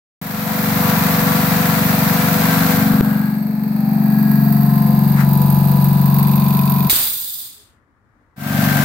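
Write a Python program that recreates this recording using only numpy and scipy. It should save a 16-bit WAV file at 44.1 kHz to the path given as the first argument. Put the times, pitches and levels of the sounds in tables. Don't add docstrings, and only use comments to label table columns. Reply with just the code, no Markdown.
import sys
import numpy as np
from scipy import signal
from scipy.fft import rfft, irfft
from scipy.io import wavfile
from scipy.ndimage import uniform_filter1d

SR = 44100
rng = np.random.default_rng(int(sys.argv[2]) if len(sys.argv) > 2 else 0)


def log_audio(samples):
    frames = np.atleast_2d(samples).T
    limited = np.clip(frames, -1, 1)
    pcm = np.round(limited * 32767).astype(np.int16)
    wavfile.write(sys.argv[1], SR, pcm)


N = 389844
TIME, BIN_HZ = np.arange(N) / SR, np.maximum(np.arange(N // 2 + 1) * SR / N, 1)
BLOW_OFF_S, FREE_TURNS_PER_S = 6.896, 23.812

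# start, stop and first stroke, all in seconds.
RUNS = [(.215, 6.9, .256), (8.362, 8.9, 8.383)]
# point in the turn from 0 to 1, relative dB, decay in turns, gap pitch in Hz.
VALVES = [(.055, -4.5, .06, 15300), (.125, 1.5, .12, 13100), (.395, -1, .08, 12140), (.635, -1, .1, 14200),
          (.9, -7.5, 0.055, 15250)]
# frequency in Hz, likeness of the two microphones (held to 0-1 in use).
LIKENESS = [(30, 1.1), (70, 1), (130, 0.5), (290, 0.9), (640, 0.74), (1000, .5), (1500, 0.17), (3000, -0.1),
            (15000, 0)]
# frequency in Hz, left over right in dB.
MIC_BALANCE = [(60, 1), (200, 3.5), (400, 5.5), (700, 5.5), (2400, 7.5), (3400, 1), (6000, 0.5),
               (8000, 12.5), (9200, 10), (11200, -1), (13000, -11), (15500, -8)]


def machine():
    # time in seconds, place (0 mixer front, 1 hose outlet, 2 corner, 3 beside the compressor,
    # 4 and up over the hopper).
    walk = [(2.72, 0), (3.06, 1), (3.25, 1.5), (3.42, 2), (4.4, 2), (5.45, 3), (6.9, 3), (8.1, 6.5)]
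    places = [(.2, .22, .15), (.35, .35, .17), (.85, .6, .07), (.86, .85, 0), (.2, .25, .045)]
    # frequency in Hz, relative density in dB.
    mortar = [(25, -26), (55, -11), (110, -7.5), (190, 1.5), (260, -6.5), (340, -19.5)]
    turns = shaft_turns()
    place = np.clip(in_time(walk)[0], 0, len(places) - 1)
    nearness = np.array([np.maximum(0, 1 - abs(place - k)) for k in range(len(places))])
    throb_db, clatter_db, hiss_db = loudness(nearness)
    repeats, pulsing, delay = np.array(places).T @ nearness
    puffs = valve_puffs(turns - delay, pulsing)
    hum = from_db(throb_db) * throb(turns, nearness)
    drive = .38 + .22 * np.linalg.norm(puffs, axis=0)
    body = clatter(turns, nearness, repeats, drive) + whines(turns)
    body += from_db(-4.5) * np.sqrt(1 - repeats) * coloured(white(), mortar)
    noise = from_db(clatter_db) * body + from_db(hiss_db) * valve_hiss(puffs)
    noise = short_paths(noise, strength=.75 * repeats)
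    return running(stop_s=.03) * hum + running(stop_s=.015) * noise + head_rattle(turns)


def shaft_turns():
    # time in seconds, turns per second.
    speed = [(.2, 23.82), (1.3, 23.78), (2.65, 23.775), (3.1, 23.49), (3.55, 23.7), (4.4, 23.555),
             (5.3, 23.415), (6.9, 23.425), (8.3, 23.812)]
    turns = np.cumsum(in_time(speed)[0]) / SR
    for on, _, first_stroke in RUNS:
        turns = turns - (TIME > on) * np.interp(first_stroke, TIME, turns)
    return turns


def running(stop_s, dip_s=3.012, dip_db=-11, recovery_s=.016):
    # starting level in dB, rise time in seconds.
    rises = [(-13, 0.65), (-35, .27)]
    gain = 0
    for (on, off, _), (start_db, rise_s) in zip(RUNS, rises):
        swell = np.interp(TIME, [on, on + rise_s], [from_db(start_db), 1]) * (TIME > on)
        gain += swell * np.clip((off - TIME) / stop_s, 0, 1)
    dip = from_db(dip_db * (TIME > dip_s) * np.exp(-abs(TIME - dip_s) / recovery_s))
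    return uniform_filter1d(gain * dip, size=90)


def loudness(nearness):
    # throb, clatter and valve hiss in dB.
    levels = [(-16.5, -23, -25), (-13.5, -28, -31.5), (-12, -33.5, -35.5), (-11.5, -31, -29),
              (-15, -22.5, -29)]
    # time and half-width in seconds, then change of throb, clatter and hiss in dB.
    spots = [(2.55, 0.18, 1, 0.7, 0), (2.94, 0.17, 2.5, -0.5, 0.5), (3.53, 0.39, -6.5, -4.5, -6.5),
             (4.42, 0.32, 0.5, 1.6, 4.5), (6.8, 0.38, -2.5, -0.5, 2)]
    spots_db = sum(np.outer(change_db, bump(s, width_s)) for s, width_s, *change_db in spots)
    return np.array(levels).T @ nearness + spots_db


def throb(turns, nearness, waver_db=.88, right_lag_s=.0001):
    # shaft multiple, relative level in dB.
    harmonics = [
        [(1, -47), (2, -27), (3, -38), (4, -13), (5, -7.5), (6, -6), (7, 2), (8, -1.5), (9, 0), (10, -13.5),
         (11, -4), (12, -28), (13, -34)],
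        [(1, -46), (2, -33), (3, -38), (4, -26), (5, -22), (6, -7.5), (7, -7), (8, -6.5), (9, -0.5), (10, -28),
         (11, -10), (12, -25), (13, -27)],
        [(1, -46), (2, -31.5), (3, -41), (4, -30.5), (5, -28.5), (6, -4.5), (7, -6), (8, -6), (9, 1),
         (10, -29.5), (11, -12), (12, -29), (13, -29)],
        [(1, -46.5), (2, -27), (3, -37), (4, -20), (5, -40), (6, 0.5), (7, -9.5), (8, -4), (9, -6.5),
         (10, -25.5), (11, -26.5), (12, -26), (13, -32)],
        [(1, -32), (2, -31.5), (3, -35), (4, -9.5), (5, -12), (6, 2), (7, -14), (8, -2.5), (9, -1.5), (10, -13),
         (11, -5.5), (12, -31), (13, -35)],
    ]
    # time and half-width in seconds, shaft multiple, its boost or cut in dB.
    standing_waves = [(.35, .35, 9, 3.5), (.35, 0.21, 8, 2.5), (2.15, 0.34, 6, 2), (2.7, .35, 11, 3),
                      (2.7, 0.24, 6, -4), (3.55, 0.36, 6, -6), (3.55, 0.29, 7, -2.5), (3.7, 0.29, 10, 5),
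                      (4.5, 0.22, 6, 2.5), (5.6, .45, 9, -2), (6.5, 0.29, 9, 3.5), (6.75, 0.34, 10, 11),
                      (6.75, .25, 5, 10)]
    # time in seconds, smear in radians, delay in turns.
    reflections = [(.9, -.22, .23), (1.5, -.22, .245), (2.7, -.22, .21), (3.1, -.2, .1), (3.45, -.1, .085),
                   (4.4, -.13, .06), (5.3, -.17, .045), (6.1, -.25, 0), (6.75, -.36, 0), (8.3, 0, 0)]
    smear, delay = in_time(reflections)
    heights = from_db(np.array(harmonics)[:, :, 1])
    heights /= np.sqrt(np.sum(heights ** 2, axis=1, keepdims=True) / 2)
    angle, out, power = 2 * np.pi * (turns % 1), 0, 0
    for k, by_place in enumerate(heights.T, 1):
        standing_db = sum(db * bump(s, width_s)
                          for s, width_s, multiple, db in standing_waves if multiple == k)
        height = by_place @ nearness * from_db(standing_db + waver_db * drift(2.3))
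        from_seventh = np.clip(k - 7, -4, 4)
        phase_lag = smear * from_seventh ** 2 + 2 * np.pi * delay * from_seventh
        out += height * np.cos(k * angle - phase_lag)
        power += height ** 2 / 2
    out /= np.sqrt(power)
    return np.array([out, np.interp(TIME - right_lag_s, TIME, out)]) * panned(2.74)


def valve_puffs(turns, pulsing, rise_turns=.03, uneven_db=2.5):
    puffs = []
    for start, level_db, decay, _ in VALVES:
        age = (turns - start) % 1
        strength = from_db(level_db + uneven_db * drift(13.5))
        puffs.append(strength * (1 - np.exp(-age / rise_turns)) * np.exp(-age / decay))
    power = np.array(puffs) ** 2
    return np.sqrt((1 - pulsing) / len(VALVES) + pulsing * power / power.sum(axis=0).mean())


def valve_hiss(puffs):
    # frequency in Hz, relative density in dB.
    hiss = [(6180, -39.5), (10500, -18), (11200, -11), (12200, -2), (13000, 1.5), (13650, -2.5),
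            (14500, -2), (15300, 0.5), (15900, -1)]
    air = sum(puff * emphasised(white(), hz, width_hz=700, boost_db=4.5)
              for puff, (*_, hz) in zip(puffs, VALVES))
    return coloured(air, hiss)


def clatter(turns, nearness, repeats, drive, grit_db=1.5, play_turns=.0013, size=1800):
    # frequency in Hz, relative density in dB.
    spectra = [
        [(290, -10), (380, -13.5), (480, -8), (560, -12.5), (700, -5), (870, -7.5), (1000, -7), (1700, -8.5),
         (2300, -12.5), (3000, -20), (4000, -17), (6000, -22), (11000, -23.5)],
        [(290, -6), (380, -11.5), (560, -8), (780, -1.5), (1000, -8), (1300, -3), (1700, -11), (2400, -17.5),
         (3300, -24), (4500, -19), (5700, -31), (8400, -25.5), (11000, -30)],
        [(290, 3.5), (340, -5), (550, -13.5), (700, -6), (1050, -10), (1180, -15.5), (1700, -15), (2300, -21.5),
         (2520, -21), (3200, -35.5), (4000, -25), (4480, -18.5), (5600, -37.5), (6300, -34.5), (7100, -38),
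         (8100, -30), (8450, -24.5), (9100, -35), (11000, -35)],
        [(290, -4), (360, -2), (460, -8), (600, -10), (680, -3), (850, -2), (1000, -5.5), (1170, -10),
         (1850, -18), (2280, -21.5), (2480, -20), (3150, -28), (3900, -18.5), (4600, -19), (5850, -33),
         (6450, -28), (7100, -32), (8400, -22), (11000, -28.5)],
        [(290, -3.5), (400, -14.5), (520, -10), (720, 0), (850, -9), (1600, -8.5), (2400, -14.5), (3000, -18),
         (4200, -19.5), (6000, -23), (11000, -23.5)],
    ]
    position = (turns + play_turns * drift(25)) % 1 * size
    patterns = irfft(np.exp(2j * np.pi * rng.random((2, size // 2 + 1))))
    rattle = np.array([np.interp(position, np.arange(size), p, period=size) for p in patterns])
    shift = .94 * drift(.63)
    rattle = np.cos(shift) * rattle + np.sin(shift) * rattle[::-1] * [[1], [-1]]
    grinding = white() * from_db(grit_db * drift(120))
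    force = np.sqrt(repeats) * rattle / rattle.std() + np.sqrt(1 - repeats) * grinding / grinding.std()
    return sum(near * coloured(drive * force, spectrum) for near, spectrum in zip(nearness, spectra))


def whines(turns, waver_db=1.26, wander_radians=.15, fade_s=.22):
    # shaft multiple, start and end in seconds, level in dB against the clatter.
    tones = [(20.85, -0.5, 3.2, -8), (29.95, 0, 2.9, -10), (40.9, 0, 2.9, -13.5), (57.1, 0, 3.0, -12.5),
             (70.9, 0, 2.9, -16.5), (65.6, 2.3, 3.35, -10), (70.1, 2.98, 3.4, -7), (46.1, 6.0, 7, -7.5),
             (65.95, 8, 9, -4), (17.86, 0, 3, -21), (24.87, 0, 4.4, -19), (26.9, 0, 4.2, -16.5),
             (28.03, 0, 3, -17.5), (33, 0, 3, -18.5), (35.04, 0, 3, -16), (42.04, 0, 3, -18.5),
             (45.9, 0, 3, -19.5), (48.1, .8, 1.4, -12.5), (350.6, .5, 3, -31), (29.9, 3.3, 4.1, -11),
             (35.85, 3.3, 4.1, -12), (55, 3.1, 4.8, -15), (71, 3.3, 6.2, -19), (38, 4, 5, -11),
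             (32, 4.2, 5.2, -9), (33, 3.75, 4.27, -3), (29, 3.9, 4.6, -5.5), (29, 5.15, 6.25, -4.5),
             (70.4, 4.05, 4.47, -6.5), (30, 4.45, 5.02, -1.5), (37, 5.3, 5.7, -7), (40, 6.1, 7, -9),
             (35, 6.35, 7, -9), (28, 6.3, 7, -9.5), (42, 4.72, 5.25, -6.5), (42, 5.25, 7, -1),
             (44, 4.65, 5.1, -4.5), (44, 5.1, 6.05, -11), (44, 6.05, 7, -3), (15, 4.6, 6.5, -10),
             (56, 6.45, 7, -13)]
    out = np.zeros((2, N))
    slow_phase = np.tile(wander_radians * drift(2), 2)
    slow_gain = np.tile(from_db(waver_db * drift(4.5)), 2)
    for multiple, start, end, level_db in tones:
        hz = multiple * FREE_TURNS_PER_S
        first, last = np.searchsorted(TIME, [start - fade_s / 2, end + fade_s / 2])
        shift = rng.integers(N)
        at, own = slice(first, last), slice(first + shift, last + shift)
        fade = np.minimum(.5 + np.minimum(TIME[at] - start, end - TIME[at]) / fade_s, 1)
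        spread = np.arccos(np.clip(at_hz(LIKENESS, hz), 0, 1)) * rng.choice([-1, 1])
        phase = 2 * np.pi * (multiple * turns[at] + rng.random()) + slow_phase[own]
        sides = np.sqrt(2) * from_db(level_db) * panned(at_hz(MIC_BALANCE, hz))
        out[:, at] += fade * slow_gain[own] * np.cos(phase + [[spread / 2], [-spread / 2]]) * sides
    return out


def head_rattle(turns, slap_decay_s=.006, clack_decay_s=.0022):
    # start in seconds, force in dB.
    clacks = [(6.896, -16), (6.904, -24), (6.911, -25)]
    # pitch in Hz, relative level in dB, seconds to fall 60 dB.
    modes = [(2490, -1, 0.015), (3500, -6, 0.011), (3750, -3, .012), (4550, -2, 0.0076), (6600, -6.5, .005)]
    slaps = sum(from_db(db) * np.exp(-((turns - start) % 1) / FREE_TURNS_PER_S / slap_decay_s)
                for start, db in [(.13, -5), (.635, 0)])
    near = bump(6.64, width_s=.55) * (TIME < BLOW_OFF_S)
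    force = from_db(-38) * near * slaps / np.sqrt(np.mean(slaps ** 2))
    for s, db in clacks:
        force += from_db(db) * (TIME > s) * np.exp(-np.clip(TIME - s, 0, .2) / clack_decay_s)
    chatter = white() * force
    power = sum(from_db(db) ** 2 * t60 * SR / (4 * np.log(1000)) for _, db, t60 in modes)
    rings = sum((-1) ** k * from_db(db) * ring(chatter, hz, t60) for k, (hz, db, t60) in enumerate(modes))
    return rings / np.sqrt(power) * panned(1.5)


def blow_off(burst_db=5.5, burst_s=.015, flutter_db=1, pipe_hz=429, pipe_ring=.45, pipe_s=.15):
    # frequency in Hz, relative density in dB.
    jet_colour = [(1650, -45), (2800, -26), (3240, -12), (3530, -7.5), (4180, -9), (5190, -10.5),
                  (5580, -17.5), (6140, -13), (7690, -10), (8270, -8.5), (10700, -10), (11800, -8),
                  (13900, -2), (14700, -3.5), (15900, -7)]
    roar_colour = [(35, -24), (60, -6), (113, 3.5), (251, -3.5), (449, -8), (800, -6), (1280, -5),
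                   (3200, -4.5), (4160, -34), (7040, -120)]
    # centre and width in Hz, boost in dB.
    resonances = [(3645, 164, 5), (4730, 250, 3.5), (9100, 330, 3), (14500, 320, 4)]
    # frequency in Hz, left over right in dB.
    balance = [(60, -3), (110, 0.5), (200, -4), (380, -10.5), (700, -10.5), (1290, -1), (2380, 4.5),
               (4400, 0.5), (8120, 7), (15000, -6.5)]
    age = np.maximum(TIME - BLOW_OFF_S, 0)
    pop = (1 - np.exp(-age / .0006)) * from_db(burst_db * np.exp(-age / burst_s))
    air, echo = white(), pipe_ring * np.exp(-age / pipe_s)
    air = sum(echo ** k * np.roll(air, k * round(SR / pipe_hz), axis=1) for k in range(3))
    air /= np.sqrt(1 + echo ** 2 + echo ** 4)
    for hz, width_hz, boost_db in resonances:
        air = emphasised(air, hz, width_hz, boost_db)
    air = from_db(flutter_db * drift(60)) * coloured(short_paths(air, strength=.5), jet_colour, balance)
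    top = above(air, hz=10500)
    low_air = coloured(white(), roar_colour, balance)
    jet = (air - top) * outflow(age, opening_db=-17.5, fall_db_per_s=66.5, trickle_db=-31, power=3)
    sizzle = top * outflow(age, opening_db=-16.5, fall_db_per_s=46.5, trickle_db=-30, power=5.5)
    roar = low_air * outflow(age, opening_db=-30, fall_db_per_s=83, trickle_db=-55.5, power=1.5)
    return pop * (jet + sizzle + roar)


def outflow(age, opening_db, fall_db_per_s, trickle_db, power, hold_s=.087, fade_from_s=.5, empty_s=.97):
    rush = from_db(opening_db - fall_db_per_s * np.maximum(age - hold_s, 0))
    pressure = np.interp(age, [fade_from_s, empty_s], [1, 0])
    return np.hypot(rush, from_db(trickle_db)) * pressure ** power


def knocks():
    # start in seconds, force in dB.
    hits = [(2.9364, -14), (3.0093, -3.5), (6.93, -19)]
    # pitch in Hz, gain in dB, seconds to fall 60 dB, left over right in dB.
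    modes = [(65, -15, 0.032, -3), (150, -4.5, .022, -10), (385, 1, .011, 9), (562, -7.5, 0.0073, 0.5),
             (950, -7, .004, 3), (1400, -7.5, .004, -2.5), (2500, -16, 0.00297, 2), (6020, -24, .002, 2)]
    clicks = np.zeros(N)
    for s, force_db in hits:
        clicks[round(s * SR)] = from_db(force_db)
    return sum(from_db(db) * ring(clicks, hz, t60) * panned(lean_db) for hz, db, t60, lean_db in modes)


def scuff(peak_s=5.203, width_s=.0286):
    # frequency in Hz, relative density in dB.
    grit = [(500, -17), (1200, 3), (2200, -2.5), (3000, -18), (6500, -19.5), (11000, -23)]
    stroke = np.exp(-abs(TIME - peak_s) / width_s)
    return from_db(-25) * stroke * coloured(white() * from_db(1.2 * drift(150)), grit)


def blips(width_s=.036):
    # centre in seconds, pitch in Hz, peak in dB before panning.
    tones = [(3.501, 452, -39), (3.66, 449, -39.5), (4.9, 505, -33), (5.417, 493, -32.5), (5.75, 490, -35),
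             (7.6, 420, -58)]
    out = sum(from_db(db) * bump(s, width_s) * np.sin(2 * np.pi * hz * TIME) for s, hz, db in tones)
    return out * panned(4.3)


def room_tone():
    # frequency in Hz, relative density in dB.
    colour = [(28, -12), (70, -4), (110, -4.5), (160, -14), (260, -10), (420, -19), (750, -22),
              (1200, -17.5), (1900, -23), (2800, -42.5), (15000, -54.5)]
    level = from_db(-59 + 1.2 * drift(5)) * (TIME > RUNS[0][0])
    return level * coloured(white(), colour, balance=[(60, 1), (1000, 6.5)])


def short_paths(pair, strength, count=10, lag_range_s=(.0004, .004)):
    treble = above(pair, hz=2000)
    out = pair - treble
    for side in range(2):
        lags = (rng.uniform(*lag_range_s, count) * SR).astype(int)
        gains = np.array([drift(.6) for _ in lags])
        echoes = sum(gain * np.roll(treble[side], lag) for gain, lag in zip(gains, lags))
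        echoes /= np.linalg.norm(gains, axis=0)
        out[side] += (treble[side] + strength * echoes) / np.sqrt(1 + strength ** 2)
    return out


def coloured(pair, spectrum, balance=MIC_BALANCE):
    hz = np.geomspace(10, SR / 2, num=600)
    alike = np.clip(at_hz(LIKENESS, hz), 0, 1)
    ends = np.minimum(1, np.minimum(hz / spectrum[0][0], spectrum[-1][0] / hz)) ** 6
    left, right = panned(at_hz(balance, hz))
    gain = from_db(at_hz(spectrum, hz)) * ends / np.sqrt(left ** 2 + right ** 2 + 2 * alike * left * right)
    mid, side = rfft(pair)
    mid *= np.interp(BIN_HZ, hz, np.sqrt(1 + alike))
    side *= np.interp(BIN_HZ, hz, np.sqrt(1 - alike))
    out = irfft([(mid + side) * np.interp(BIN_HZ, hz, gain * left),
                 (mid - side) * np.interp(BIN_HZ, hz, gain * right)], N)
    return out / out.mean(axis=0).std()


def ring(clicks, hz, t60):
    r, w = from_db(-60 / (t60 * SR)), 2 * np.pi * hz / SR
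    return signal.lfilter([0, np.sin(w)], [1, -2 * r * np.cos(w), r * r], clicks + 1e-18)


def emphasised(x, hz, width_hz, boost_db):
    b, a = signal.iirpeak(hz, hz / width_hz, fs=SR)
    return x + (from_db(boost_db) - 1) * signal.lfilter(b, a, x)


def above(x, hz):
    return signal.sosfiltfilt(signal.butter(2, hz, "high", fs=SR, output="sos"), x)


def drift(rate_hz):
    r = np.exp(-200 * np.pi * rate_hz / SR)
    slow = signal.lfilter([1], [1, -2 * r, r * r], rng.standard_normal(N // 100 + 1002))[1000:]
    return np.interp(np.arange(N) / 100, np.arange(len(slow)), slow / slow.std())


def bump(centre_s, width_s):
    return np.exp(-((TIME - centre_s) / width_s) ** 2)


def white():
    return rng.standard_normal((2, N))


def panned(balance_db):
    gains = from_db(np.array([[.5], [-.5]]) * balance_db)
    return gains / gains.mean(axis=0)


def in_time(rows):
    s, *columns = np.transpose(rows)
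    return [np.interp(TIME, s, column) for column in columns]


def at_hz(points, hz):
    point_hz, values = np.transpose(points)
    return np.interp(np.log(hz), np.log(point_hz), values)


def from_db(db):
    return 10 ** (np.asarray(db) / 20)


def scene():
    return room_tone() + blow_off() + machine() + knocks() + blips() + scuff()


def record(dry, ceiling=.95, cutoff_hz=15750):
    rounded = dry / (1 + (dry / ceiling) ** 8) ** (1 / 8)
    return signal.sosfilt(signal.ellip(12, .1, 80, cutoff_hz, fs=SR, output="sos"), rounded)


dry = scene()
out = record(dry)
log_audio(out)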